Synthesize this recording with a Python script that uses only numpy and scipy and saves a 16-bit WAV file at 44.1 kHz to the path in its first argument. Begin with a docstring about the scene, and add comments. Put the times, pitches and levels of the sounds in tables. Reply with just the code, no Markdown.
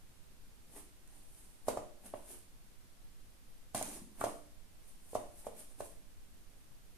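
"""On the floor of a bare room, close by, a kitten paws at a flat cardboard box.
Each blow is an impulse that excites the damped modes of the box, scuffs the card and leaves it shivering.
Stick-slip friction sounds as the paw brushes the lid and once shoves the box along the floor; claws
crack free of the card and soft pads thump. The room reverberates over a quiet hiss and rumble."""
import sys
import numpy as np
from scipy import signal
from scipy.fft import rfft, irfft
from scipy.io import wavfile

SR = 44100
rng = np.random.default_rng(int(sys.argv[2]) if len(sys.argv) > 2 else 0)


def pcm_store(signal):
    """Save signal as 16-bit PCM."""
    levels = np.round(np.clip(np.atleast_2d(signal), -1, 1) * 32767)
    wavfile.write(sys.argv[1], SR, levels.astype(np.int16).T)


N = 307377


def gain_of(db):
    """Amplitude ratio of a level in decibels."""
    return 10 ** (np.asarray(db) / 20)


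def unit_rms(x):
    """Normalisation to an rms of 1."""
    return x / np.sqrt(np.mean(x ** 2) + 1e-20)


def curve_at(points, hz, column=1):
    """Linear interpolation of a table column over log frequency."""
    table = np.array(points, float)
    return np.interp(np.log(hz + 1), np.log(table[:, 0] + 1), table[:, column])


def add(mix, start_s, sound):
    """Superposition of a sound on the mix."""
    part = mix[..., round(start_s * SR):][..., :sound.shape[-1]]
    part += sound[..., :part.shape[-1]]


def colour(x, db_at, size=4096):
    """Minimum-phase filtering by the magnitude response db_at(hz)."""
    log_gain = np.log(gain_of(db_at(abs(np.fft.fftfreq(size, 1 / SR)))))
    taps = np.fft.ifft(np.exp(np.conj(signal.hilbert(log_gain)))).real
    return signal.oaconvolve(x, taps[:size // 2])[:len(x)]


# Spectrum of the background noise: frequency_hz, density_db
AIR_SPECTRUM = [(8, -67), (22, -76), (45, -83.5), (100, -90.5), (200, -93.5), (400, -101), (1100, -106),
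                (3000, -108.5), (7000, -110.5), (14000, -111)]
# Its likeness between left and right: frequency_hz, correlation
AIR_CORRELATION = [(20, 0.092), (70, 0.3), (160, 0.16), (400, 0.31), (1000, 0.04), (3000, 0.017)]
def air(level_db=-54.5):
    """Ambient noise: steady rumble and hiss, partly correlated between the two sides."""
    hz = np.fft.rfftfreq(N, 1 / SR)
    left, independent = rfft(rng.standard_normal((2, N)))
    shared = curve_at(AIR_CORRELATION, hz)
    right = shared * left + np.sqrt(1 - shared ** 2) * independent
    noise = irfft(np.array([left, right]) * gain_of(curve_at(AIR_SPECTRUM, hz)), N)
    return gain_of(level_db) * unit_rms(noise) * gain_of([[-.6], [.6]])


# Reverberation by band: frequency_hz, t60_s, level_db
REVERB_BANDS = [(100, 0.36, -4), (254, 0.53, -3.5), (594, 0.48, -6.5), (900, 0.37, -4), (1370, 0.38, -2.5),
                (2700, 0.35, 2), (7050, 0.49, -2.5), (14300, 0.33, -5.5)]
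def diffuse_tail(shared_below_hz=450):
    """Diffuse field: dense reflections decay exponentially, each band at its own rate."""
    hz, t, (left, independent) = signal.stft(rng.standard_normal((2, SR)), SR, nperseg=256)
    hz = hz[:, None]
    shared = 1 / (1 + (hz / shared_below_hz) ** 2)  # long waves reach both sides alike
    right = shared * left + np.sqrt(1 - shared ** 2) * independent
    rate = np.log(1000) / curve_at(REVERB_BANDS, hz)
    envelope = gain_of(curve_at(REVERB_BANDS, hz, column=2)) * np.sqrt(2 * rate / SR) * np.exp(-rate * t)
    return signal.istft(np.array([left, right]) * envelope, SR, nperseg=256)[1][:, :SR]


# Resonances of the room: pitch_hz, left_db, right_db
ROOM_MODES = [(209, -14, -2), (216.6, 9, 5.5), (299.3, 7, 13.5), (355, 11.5, -1), (448, -12, -14),
              (452, 5, -21), (485, -5, -19), (580, 8.5, -11), (582, 1, -11), (618, 5, -11), (662, -10, -19),
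              (677, 4, -5), (887, -26, -0.5), (1030, -13, 6), (1134, 0, -6), (1137, -22, -4),
              (1225, 5, -20), (1410, -25, 9)]
def standing_waves(t, t60_factor=1.2):
    """Normal modes of the room ring a little longer than its diffuse field."""
    out = np.zeros((2, len(t)))
    for k, (hz, left_db, right_db) in enumerate(ROOM_MODES):
        rate = np.log(1000) / (t60_factor * curve_at(REVERB_BANDS, hz))
        wave = 2 * rate / SR * np.exp(-rate * t) * np.sin(2 * np.pi * hz * t)
        out += (-1) ** k * gain_of([[left_db], [right_db]]) * wave  # neighbours in antiphase
    return out


# Early reflections from floor and furniture: delay_ms, left_gain, right_gain
REFLECTIONS = [(4.6, 0.045, 0.01), (9.6, 0.17, 0.054), (11.3, 0.03, 0.12), (17.8, .03, 0.25)]
def room(direct, build_s=0.0012, tails=6, crossfade_s=0.3):
    """Reverberation: reflections, standing waves and a tail that changes as the kitten shifts about."""
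    t, wet = np.arange(SR) / SR, np.zeros((2, N))
    build = 1 - np.exp(-(t / build_s) ** 2)
    place = np.arange(N) / SR / crossfade_s
    for k in range(tails):
        distance = abs((place - k) % tails - tails / 2)
        weight = np.cos(np.pi / 2 * np.minimum(distance, 1))  # equal-power crossfade
        wet += signal.fftconvolve(direct * weight, diffuse_tail() * build, axes=1)[:, :N]
    wet += signal.fftconvolve(direct, standing_waves(t) * build, axes=1)[:, :N]
    for delay_ms, left, right in REFLECTIONS:
        add(wet, delay_ms / 1000, direct * np.array([[left], [right]]))
    return direct + wet


# Soft pads landing: start_s, peak_db, pitch_hz
FOOTFALLS = [(2.305, -53.5, 390), (3.843, -49, 219), (3.882, -46.5, 347), (3.961, -46.5, 380),
             (4.018, -47.5, 205), (4.070, -52, 226)]
def footfalls(swell_s=0.0029):
    """Soft impact: each pad gives a dull thump, damped within a few cycles."""
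    out, t = np.zeros(N), np.arange(SR // 10) / SR
    envelope = t / swell_s * np.exp(1 - t / swell_s)
    for start_s, db, hz in FOOTFALLS:
        add(out, start_s, gain_of(db) * envelope * np.sin(2 * np.pi * hz * t))
    return out


def friction(spectrum, slips_per_s, spread_db, clump_db, clump_hz=110):
    """Stick-slip friction: a dense train of tiny clicks, stronger where the paw drags."""
    size = gain_of(spread_db * np.minimum(rng.exponential(1, N), 4))
    slips = size * rng.choice([-1, 1], N) * (rng.random(N) < slips_per_s / SR)
    lowpass = signal.butter(2, clump_hz, fs=SR, output="sos")
    drag = unit_rms(signal.sosfilt(lowpass, rng.standard_normal(N)))
    slips *= gain_of(clump_db * np.clip(drag, -2, 2))
    return unit_rms(colour(slips, lambda hz: curve_at(spectrum, hz)))


# Friction spectra of swishing fur, rasping claws and the drumming lid: frequency_hz, density_db
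FUR_SPECTRUM = [(300, -34), (1500, -21), (4800, -17.5), (7000, -12), (9000, -3), (10600, -4.5), (12500, -8),
                (14400, -16.5)]
CLAW_SPECTRUM = [(300, -45), (1500, -5), (3400, -6), (5000, -2), (6800, 2.5), (9500, 0.5), (12000, -7.5),
                 (14400, -7.5)]
LID_SPECTRUM = [(40, -27), (130, -8.5), (330, 0), (560, -5), (830, -4.5), (1100, -11.5), (1800, -15.5),
                (2700, -18.5), (4500, -26.5), (14000, -70)]
def rubbing(power):
    """Friction noise of fur, claws and lid: each amplitude is the square root of its row of power."""
    fur = np.array([friction(FUR_SPECTRUM, 7000, spread_db=2.5, clump_db=1.5) for _ in range(2)])
    claws = np.array([friction(CLAW_SPECTRUM, 3200, spread_db=6.0, clump_db=2.5) for _ in range(2)])
    lid = friction(LID_SPECTRUM, 4000, spread_db=1.0, clump_db=3.5)
    fur_gain, claw_gain, lid_gain = np.sqrt(power)
    return (fur * fur_gain + claws * claw_gain) * gain_of([[-.5], [0]]) + lid * lid_gain


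def stroke_power(peak_s, levels_db, rise_s, fall_s, hold_s=0):
    """Friction noise power goes as speed squared; the speed rises, holds and falls. One row per level."""
    t = np.arange(N) / SR
    decay = np.maximum((peak_s - t) / rise_s, (t - peak_s - hold_s) / fall_s)
    speed = np.exp(-np.clip(decay, 0, 20))
    return (speed * gain_of(levels_db)[:, None]) ** 2


# Paw strokes over the card: peak_s, length_s, fur_db, lid_above_fur_db
BRUSH_STROKES = [(0.769, 0.072, -53, -5), (1.158, 0.13, -66, -5), (1.390, 0.27, -63.5, -13),
                 (1.691, 0.032, -46, -3), (2.064, 0.04, -54, -4), (2.170, 0.11, -65.5, 0),
                 (2.312, 0.085, -51.5, -8.5), (4.209, 0.04, -50.5, -2.5), (4.275, 0.13, -56, -4),
                 (4.892, 0.075, -62.5, -13.5), (5.13, 0.15, -58.5, -14), (5.396, 0.092, -58.5, -12.5),
                 (5.465, 0.03, -56.5, 1), (5.598, 0.064, -52, -9), (5.710, 0.047, -63, -8),
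                 (5.804, 0.025, -52.5, -4), (5.855, 0.09, -56.5, -16)]
def brush_power(rise_share=0.46, claws_above_fur_db=-14):
    """Sliding friction: fur sweeps the card and drives the lid, the claws trailing lightly."""
    power = np.zeros((3, N))
    for peak_s, length_s, fur_db, lid_above_fur_db in BRUSH_STROKES:
        levels_db = (fur_db, fur_db + claws_above_fur_db, fur_db + lid_above_fur_db)
        rise_s = length_s * rise_share
        power += stroke_power(peak_s, levels_db, rise_s, fall_s=length_s - rise_s)
    return power


def shove_power(start_s=3.749):
    """Static friction yields to sliding friction: the box jerks free, slides on and stops."""
    jerk = stroke_power(start_s, (-43.5, -42, -41.5), rise_s=0.002, fall_s=0.039)
    slide = stroke_power(start_s, (-53, -58, -58.5), rise_s=0.002, fall_s=0.035, hold_s=0.21)
    return jerk + slide


# Claws catching on the card: start_s, strength_db
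CLAW_CATCHES = [(1.0757, -44.5), (1.347, -47), (1.6838, -30), (1.6896, -26), (3.747, -23), (3.778, -25),
                (3.8266, -22), (4.21, -31.5), (4.24, -28), (5.153, -39)]
def claw_cracks(decay_s=0.0015):
    """Sudden release: a claw snaps free of the card in a brief broadband transient."""
    out, t = np.zeros((2, N)), np.arange(SR // 100) / SR
    for start_s, db in CLAW_CATCHES:
        crack = rng.standard_normal((2, len(t))) * np.exp(-t / decay_s)
        add(out, start_s, gain_of(db) * crack)
    bright = [colour(side, lambda hz: (curve_at(FUR_SPECTRUM, hz) + curve_at(CLAW_SPECTRUM, hz)) / 2)
              for side in out]
    return np.array(bright) * gain_of([[-2.5], [0]])


# Paw blows on the lid: start_s, strength_db, pitch_ratio, rim_lift_db, scuff_db
BLOWS = [(1.6832, -15.5, 1.0, 3.5, -46), (1.7726, -22, 1.06, 5.5, -53), (2.1381, -27, 1.006, 3, -70),
         (3.7467, -25, 1.18, 2, -43), (3.7522, -28.5, 1.04, -6, -55), (3.8124, -26.5, 1.11, 1, -62),
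         (4.2129, -25.5, 1.28, 16.5, -51), (4.2397, -18, 1, 6, -39.5), (4.2664, -23.5, 1.063, -1, -64),
         (5.132, -34, 0.81, 5, -68), (5.153, -17.5, 1.025, 4, -42.5), (5.4676, -26, 1.0, 0, -59),
         (5.8047, -27, 0.99, 2, -54.5)]
def skid_power(lag_s=0.0032, rise_s=0.0044):
    """Friction after impact: the paw skids as it lands, and the loose card shivers on."""
    power = np.zeros((3, N))
    for start_s, blow_db, _, _, scuff_db in BLOWS:
        peak_s = start_s + lag_s
        fur_db, lid_db, shiver_db = scuff_db - 9, blow_db - 24.5, blow_db - 38.5
        power += stroke_power(peak_s, (fur_db, scuff_db, lid_db), rise_s, fall_s=0.0067)
        power[-1:] += stroke_power(peak_s, [shiver_db], rise_s, fall_s=0.068)  # lid only
    return power


# Heavily damped modes of the box: pitch_hz, t60_s, left_db, right_db
BOX_MODES = [(107, 0.034, -14.5, -13), (280.6, 0.067, -24.5, -28), (476, 0.083, -16.5, -50),
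             (603.5, 0.026, -12, 0.5), (678, 0.021, 1, 1), (796, 0.017, -5, -2), (923, 0.015, -5, -12),
             (1053, 0.017, -32, -7.5), (1440, 0.023, -40, -21.5), (1700, 0.014, -34, -16),
             (2250, 0.0083, -44, -28), (2850, 0.0096, -16, -34)]
def knocks(contact_s=0.00015, rim_hz=850, onset_cycles=0.7):
    """Modal response to a force pulse: each blow rings the box, more brightly near the stiff rim."""
    out, t = np.zeros((2, N)), np.arange(SR // 10) / SR
    force = t * np.exp(-t / contact_s)
    for start_s, blow_db, pitch_ratio, rim_lift_db, _ in BLOWS:
        ring = np.zeros((2, len(t)))
        for hz, t60_s, left_db, right_db in BOX_MODES:
            size = gain_of([[left_db], [right_db]]) * gain_of(rim_lift_db * (hz > rim_hz))
            cycles = hz * pitch_ratio * t
            onset = 1 - np.exp(-cycles / onset_cycles)  # short bending waves cross the lid first
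            ring -= size * onset * np.exp(-np.log(1000) * t / t60_s) * np.sin(2 * np.pi * cycles)
        add(out, start_s, gain_of(blow_db) * signal.fftconvolve(ring, force[None] / force.sum()))
    return out


def scene():
    """Superposition: the kitten's sounds excite the room, over its ambient noise."""
    friction_power = shove_power() + brush_power() + skid_power()  # incoherent sources add in power
    left, right = knocks() + rubbing(friction_power) + claw_cracks() + footfalls()
    left = np.roll(left, 2)  # the left side hears the kitten two samples later
    return room(np.array([left, right])) + air()


# Treble peaks and dips of the microphone ports, left then right: centre_hz, width_hz, gain_db
PORT_RESONANCES = [
    [(10880, 1250, 5), (8500, 1200, -3)],
    [(8850, 1330, 6), (12100, 4500, -3)],
]
def record(dry, cutoff_hz=14330):
    """Resonance in each microphone port colours the treble; a low-pass filter limits the band."""
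    heard = []
    for side, port in zip(dry, PORT_RESONANCES):
        heard.append(colour(side, lambda f: sum(db / (1 + (2 * (f - hz) / width_hz) ** 2)
                                                for hz, width_hz, db in port)))
    lowpass = signal.firwin(511, cutoff_hz, window=("kaiser", 9), fs=SR)
    return signal.oaconvolve(np.array(heard), lowpass[None], "same")


dry = scene()
out = record(dry)
pcm_store(out)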